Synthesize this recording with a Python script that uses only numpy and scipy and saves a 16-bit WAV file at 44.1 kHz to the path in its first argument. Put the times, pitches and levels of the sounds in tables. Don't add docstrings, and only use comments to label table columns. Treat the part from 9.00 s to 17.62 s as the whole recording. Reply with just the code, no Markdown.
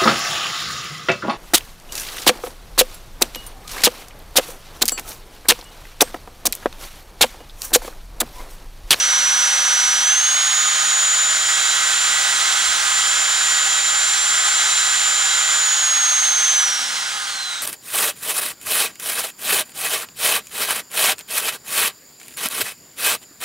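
import sys
import numpy as np
from scipy import signal
from scipy.fft import rfft, irfft
from scipy.io import wavfile
from scipy.ndimage import uniform_filter1d, map_coordinates

SR = 44100
rng = np.random.default_rng(int(sys.argv[2]) if len(sys.argv) > 2 else 0)


def to_wav(s):
    ch = np.atleast_2d(s).T
    pcm = np.round(np.clip(ch, -1, 1) * 32767)
    wavfile.write(sys.argv[1], SR, pcm.astype(np.int16))


N = 380125

T = np.arange(N) / SR
HZ = np.fft.rfftfreq(N, 1 / SR)
MAINS_HZ = 60
BARS, SLOTS = 22, 24
SWITCH_BLUR = 6000

# (time [s], share of mains half-waves let through [0-1], speed aimed at before the wander [turns/s], lag [s])
SWITCH = [(0, .5, 269.2, .55), (1.031, 1, 319.86, .359), (6.564, .5, 270.4, .596), (7.531, 0, -73.6, 2.778)]


def amp(db):
    return 10 ** (np.asarray(db) / 20)


def curve(rows):
    times, *columns = np.transpose(rows)
    return [np.interp(T, times, column) for column in columns]


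def read(points, hz):
    point_hz, value = np.transpose(points)
    return np.interp(np.log(hz + 1), np.log(point_hz + 1), value)


def evened(x):
    return x / np.sqrt(np.mean(x ** 2) + 1e-20)


def drift(hz):
    knots = rng.standard_normal(4000)
    knot_positions = 2 * hz * T[::50]
    path = map_coordinates(knots, [knot_positions], order=3, mode="mirror")
    return evened(path.repeat(50)[:N])


def port(column):
    # (frequency [Hz], likeness of the ports [0-1], lead of the left [rad], left minus right [dB])
    port_table = [(45, 0.95, -0.08, 0.1), (130, 0.81, -0.52, -0.4), (250, 0.94, -1.17, -0.1),
                  (450, 0.92, -1.53, -0.6), (950, 0.98, -1.62, -1.0), (1600, 0.96, -1.44, -2.7),
                  (2500, 0.84, -1.09, -2.5), (3500, 0.92, -0.8, -3.4), (5000, 0.81, -0.42, -1.8),
                  (8000, 0.89, -0.12, -0.8), (9700, 0.87, -0.23, -0.5), (12000, 0.77, -3.01, 0.5),
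                  (15000, 0.85, -0.01, 0.3)]
    return read(np.array(port_table)[:, [0, column]], HZ)


def ports(spectrum):
    left = amp(port(3) / 2) * np.exp(.5j * port(2))
    return irfft(spectrum * np.array([left, 1 / left]), N)


def power():
    times, shares, _, _ = np.transpose(SWITCH)
    now = shares[np.searchsorted(times, T, side="right") - 1]
    return np.array([now == .5, now == 1, now == 0], float)


def shaft_speed():
    # (time [s], extra speed [turns/s])
    wander = [(0, -.35), (.85, .3), (1.2, 0), (1.97, 0), (3.5, 8.5), (4.35, 3.8), (4.7, 3.8), (5.25, 7.75),
              (5.55, 8), (6.15, 4.5), (6.56, 3.75)]
    speed = np.full(N, SWITCH[0][2])
    for start, _, aim, lag in SWITCH:
        after = T >= start
        speed[after] = aim + (speed[after][0] - aim) * np.exp(-(T[after] - start) / lag)
    return speed + curve(wander)[0]


def shaft(speed, half_wave_rad=0.18, full_wave_rad=.02, jitter_rad=.06):
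    half, full, _ = power()
    mains = 2 * np.pi * MAINS_HZ * T
    nudge = half_wave_rad * half * np.sin(mains) + full_wave_rad * full * np.sin(2 * mains)
    return 2 * np.pi * np.cumsum(speed) / SR + (nudge + jitter_rad * drift(38)) / BARS


def whine(speed, angle, trim_db=0.0, slot_db=-3.5, slot_coast_db=3,
          flutter_db=0.74, sway_db=.5, slot_sway_db=2.0, lead_rad=-.55):
    # (pitch [Hz], commutator [dB], rotor slots [dB])
    radiation = [(3720, -37, -40), (3960, -29.5, -39), (4250, -34, -41), (4600, -42, -48), (5000, -40, -40),
                 (5580, -28, -36), (6085, -18, -33), (6460, -18, -32.5), (6960, -20, -36),
                 (7740, -21.5, -32), (7770, -20, -39)]
    # (time [s], level [dB], left minus right [dB])
    beam = [(0, 2.5, -2.5), (.9, 1.5, -2.5), (1.2, -0.5, -2.6), (1.65, -0.5, -2.4), (1.78, -1, -3),
            (2.1, 2.5, -.6), (2.42, -0.5, -.4), (2.62, -2, -5), (3.05, -1.5, -2.2), (3.25, -3.5, -4.8),
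            (3.6, -3, -6), (3.8, -7.5, -6), (3.9, -0.9, -1.5), (4.4, -0.3, -3), (5.25, 0.5, -.6),
            (5.5, 0, 1.6), (6, 0.2, -1.9), (7.5, 0.2, -2)]
    hz, bars_db, slots_db = np.transpose(radiation)
    beam_db, pan_db = curve(beam)
    side = np.array([[.5], [-.5]])
    bars = amp(np.interp(BARS * speed, hz, bars_db) + trim_db + sway_db * drift(5))

    coast_db = slot_coast_db * uniform_filter1d(power()[2], size=SWITCH_BLUR)
    slots = amp(np.interp(SLOTS * speed, hz, slots_db) + slot_db + coast_db + slot_sway_db * drift(5))

    bar_line = bars * np.sin(BARS * angle + side * lead_rad)
    slot_line = slots * np.sin(SLOTS * angle + side * lead_rad)
    level = amp(beam_db + side * pan_db + flutter_db * drift(28))
    return np.sqrt(2) * level * (bar_line + slot_line)


def housing():
    # (frequency [Hz], level [dB per Hz])
    air_colour = [(30, -24.5), (130, -30), (430, -21.5), (750, -11), (1500, -3), (2600, -2.5), (3600, -0.5),
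                  (5000, -3.5), (6500, -1.5), (9400, -6), (10800, -15.5), (12500, -16.5), (14300, -25.5),
                  (15600, -17)]
    # (frequency [Hz], width [Hz], rise [dB])
    colour_peaks = [(254, 120, 6), (535, 25, 5), (804, 202, 8.5), (1053, 87, 6), (1249, 88, 9.0),
                    (1474, 250, 8.5), (1670, 177, 4.5), (1930, 116, 3), (2105, 150, 5), (3245, 590, 3.5),
                    (4036, 245, 3.5), (6100, 770, 2)]
    peaks_db = sum(db / (1 + (2 * (HZ - hz) / width) ** 2) for hz, width, db in colour_peaks)
    gain = amp(read(air_colour, HZ) + peaks_db)
    middle = (HZ > 700) & (HZ < 3400)
    return gain / np.sqrt(np.sum(gain[middle] ** 2) * SR / N)


def rush_db(speed, start_db=-27, growth_db=11.6):
    # (time [s], level [dB])
    draught = [(0, 2), (.9, 2.5), (1.2, -.3), (1.55, -0.1), (2.25, -1.5), (2.5, -0.4), (3.75, 0.03),
               (5, -1.06), (5.6, -.5), (6.9, -0.96), (7.55, .3)]
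    return start_db + growth_db * np.log2(speed / speed[0]) + curve(draught)[0]


def rush(speed, angle, colour, trim_db=2.0, gust_db=0.47, chop=0.1, dull_db=5, dull_hz=800):
    swirl = amp(gust_db * drift(20)) * (1 + chop * np.cos(2 * angle))
    shared, apart = rfft(rng.standard_normal((2, N)) * swirl)
    likeness = port(1)
    opposed = np.array([[1], [-1]]) * np.sqrt((1 - likeness) / 2) * apart
    pair = np.sqrt((1 + likeness) / 2) * shared + opposed
    air = ports(pair * colour) * np.sqrt(SR / 2)

    lows = signal.sosfiltfilt(signal.butter(2, dull_hz, fs=SR, output="sos"), air)
    low_gain = amp(dull_db * np.log2(speed.max() / speed))
    air = air + lows * (low_gain - 1)
    return air * amp(rush_db(speed) + trim_db)


def rotor_tones(speed, angle, colour, even_db=15, top_order=48, fade_db=2.5, jitter_rad=0.52,
                labour_db=4, labour_lag=14, trim_db=1, stand_out_db=8):
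    # (multiple of the shaft speed, level over 1 Hz of the rush [dB], gain at full power [dB])
    orders = [(1, 12, -5), (2, 21, -2), (4, 14, 3), (6, 15, 5), (10, 9, 9), (12, 11, 8), (20, 16, -1),
              (26, 15, 3), (38, 18, -2), (44, 20, 2), (48, 22, -2)]
    pulled = (10, 12)
    full = uniform_filter1d(power()[1], size=SWITCH_BLUR)
    labour = full * np.clip((speed.max() - speed) / labour_lag, 0, 1)

    named = [row[0] for row in orders] + [BARS, SLOTS]
    plain = [(order, even_db, 0) for order in range(2, top_order + 1, 2) if order not in named]
    tones = np.zeros(N)
    for order, db, full_db in orders + plain:
        pull_db = labour_db * labour * (order in pulled)
        level_db = db + full_db * full + pull_db + fade_db * drift(3)
        phase = order * angle + jitter_rad * drift(8) + 2 * np.pi * rng.random()
        colour_gain = np.interp(order * speed, HZ, colour)
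        tones += np.sqrt(2) * colour_gain * amp(level_db) * np.sin(phase)

    halvings = np.maximum(np.log2(speed[0] / speed), 0)
    return ports(rfft(tones)) * amp(rush_db(speed) + trim_db + stand_out_db * halvings)


def high_hiss(angle, hiss_db=-53, low_hz=13500, chop=.4):
    hiss = rng.standard_normal(N) * (1 + chop * np.sin(angle))
    high_pass = signal.butter(8, low_hz, "high", fs=SR, output="sos")
    return amp(hiss_db) * evened(signal.sosfilt(high_pass, hiss))


def rumble():
    # (frequency [Hz], level [dB per Hz])
    rumble_colour = [(15, -14), (35, -7), (60, -2), (110, -6), (200, -3), (400, -8.5), (700, -8),
                     (1200, -30)]
    # (time [s], level [dB])
    rumble_level = [(0, -53), (.3, -51), (.6, -58), (1, -53), (2, -59), (3, -64), (6.8, -70), (7.8, -60),
                    (8.62, -60)]
    noise = irfft(rfft(rng.standard_normal(N)) * amp(read(rumble_colour, HZ)), N)
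    return amp(curve(rumble_level)[0]) * evened(noise)


def sinking_hum():
    # (time [s], pitch [Hz], level [dB])
    hum_path = [(0, 67, -66), (1, 61.8, -61), (2, 58, -65), (3, 56, -70), (5, 54.2, -72), (7, 53, -80)]
    hum_hz, hum_db = curve(hum_path)
    return np.sqrt(2) * amp(hum_db) * np.sin(2 * np.pi * np.cumsum(hum_hz) / SR)


def frame_hum(speed, angle, hum_db=-56, frame_hz=245, width_hz=34):
    gain = amp(hum_db) / (1 + (2 * (speed - frame_hz) / width_hz) ** 4)
    return ports(rfft(np.sqrt(2) * gain * np.sin(angle)))


def hand_bumps():
    # (time [s], pitch [Hz], peak level [dB], time from the peak to 1/e [s])
    bump_table = [(3.685, 110, -48, .004), (3.687, 58, -43, .01), (3.71, 40, -52, .02),
                  (3.845, 55, -54, .015)]
    bumps = np.zeros(N)
    for start, hz, db, length in bump_table:
        envelope = np.exp(-((T - start) / length) ** 2)
        bumps += amp(db) * envelope * np.cos(2 * np.pi * hz * (T - start))
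    return bumps


def scene():
    speed, colour = shaft_speed(), housing()
    angle = shaft(speed)
    motor = whine(speed, angle) + rush(speed, angle, colour)
    motor = motor + rotor_tones(speed, angle, colour) + frame_hum(speed, angle)
    background = ports(rfft(rumble() + sinking_hum() + hand_bumps()))
    return motor + high_hiss(angle) + background


def record(dry, low_cut_hz=38, edge_hz=15750):
    thin = signal.sosfilt(signal.butter(2, low_cut_hz, "high", fs=SR, output="sos"), dry)
    band_limit = signal.firwin(1023, edge_hz, window=("kaiser", 9), fs=SR)
    return signal.oaconvolve(thin, band_limit[None], "same")


dry = scene()
out = record(dry)
to_wav(out)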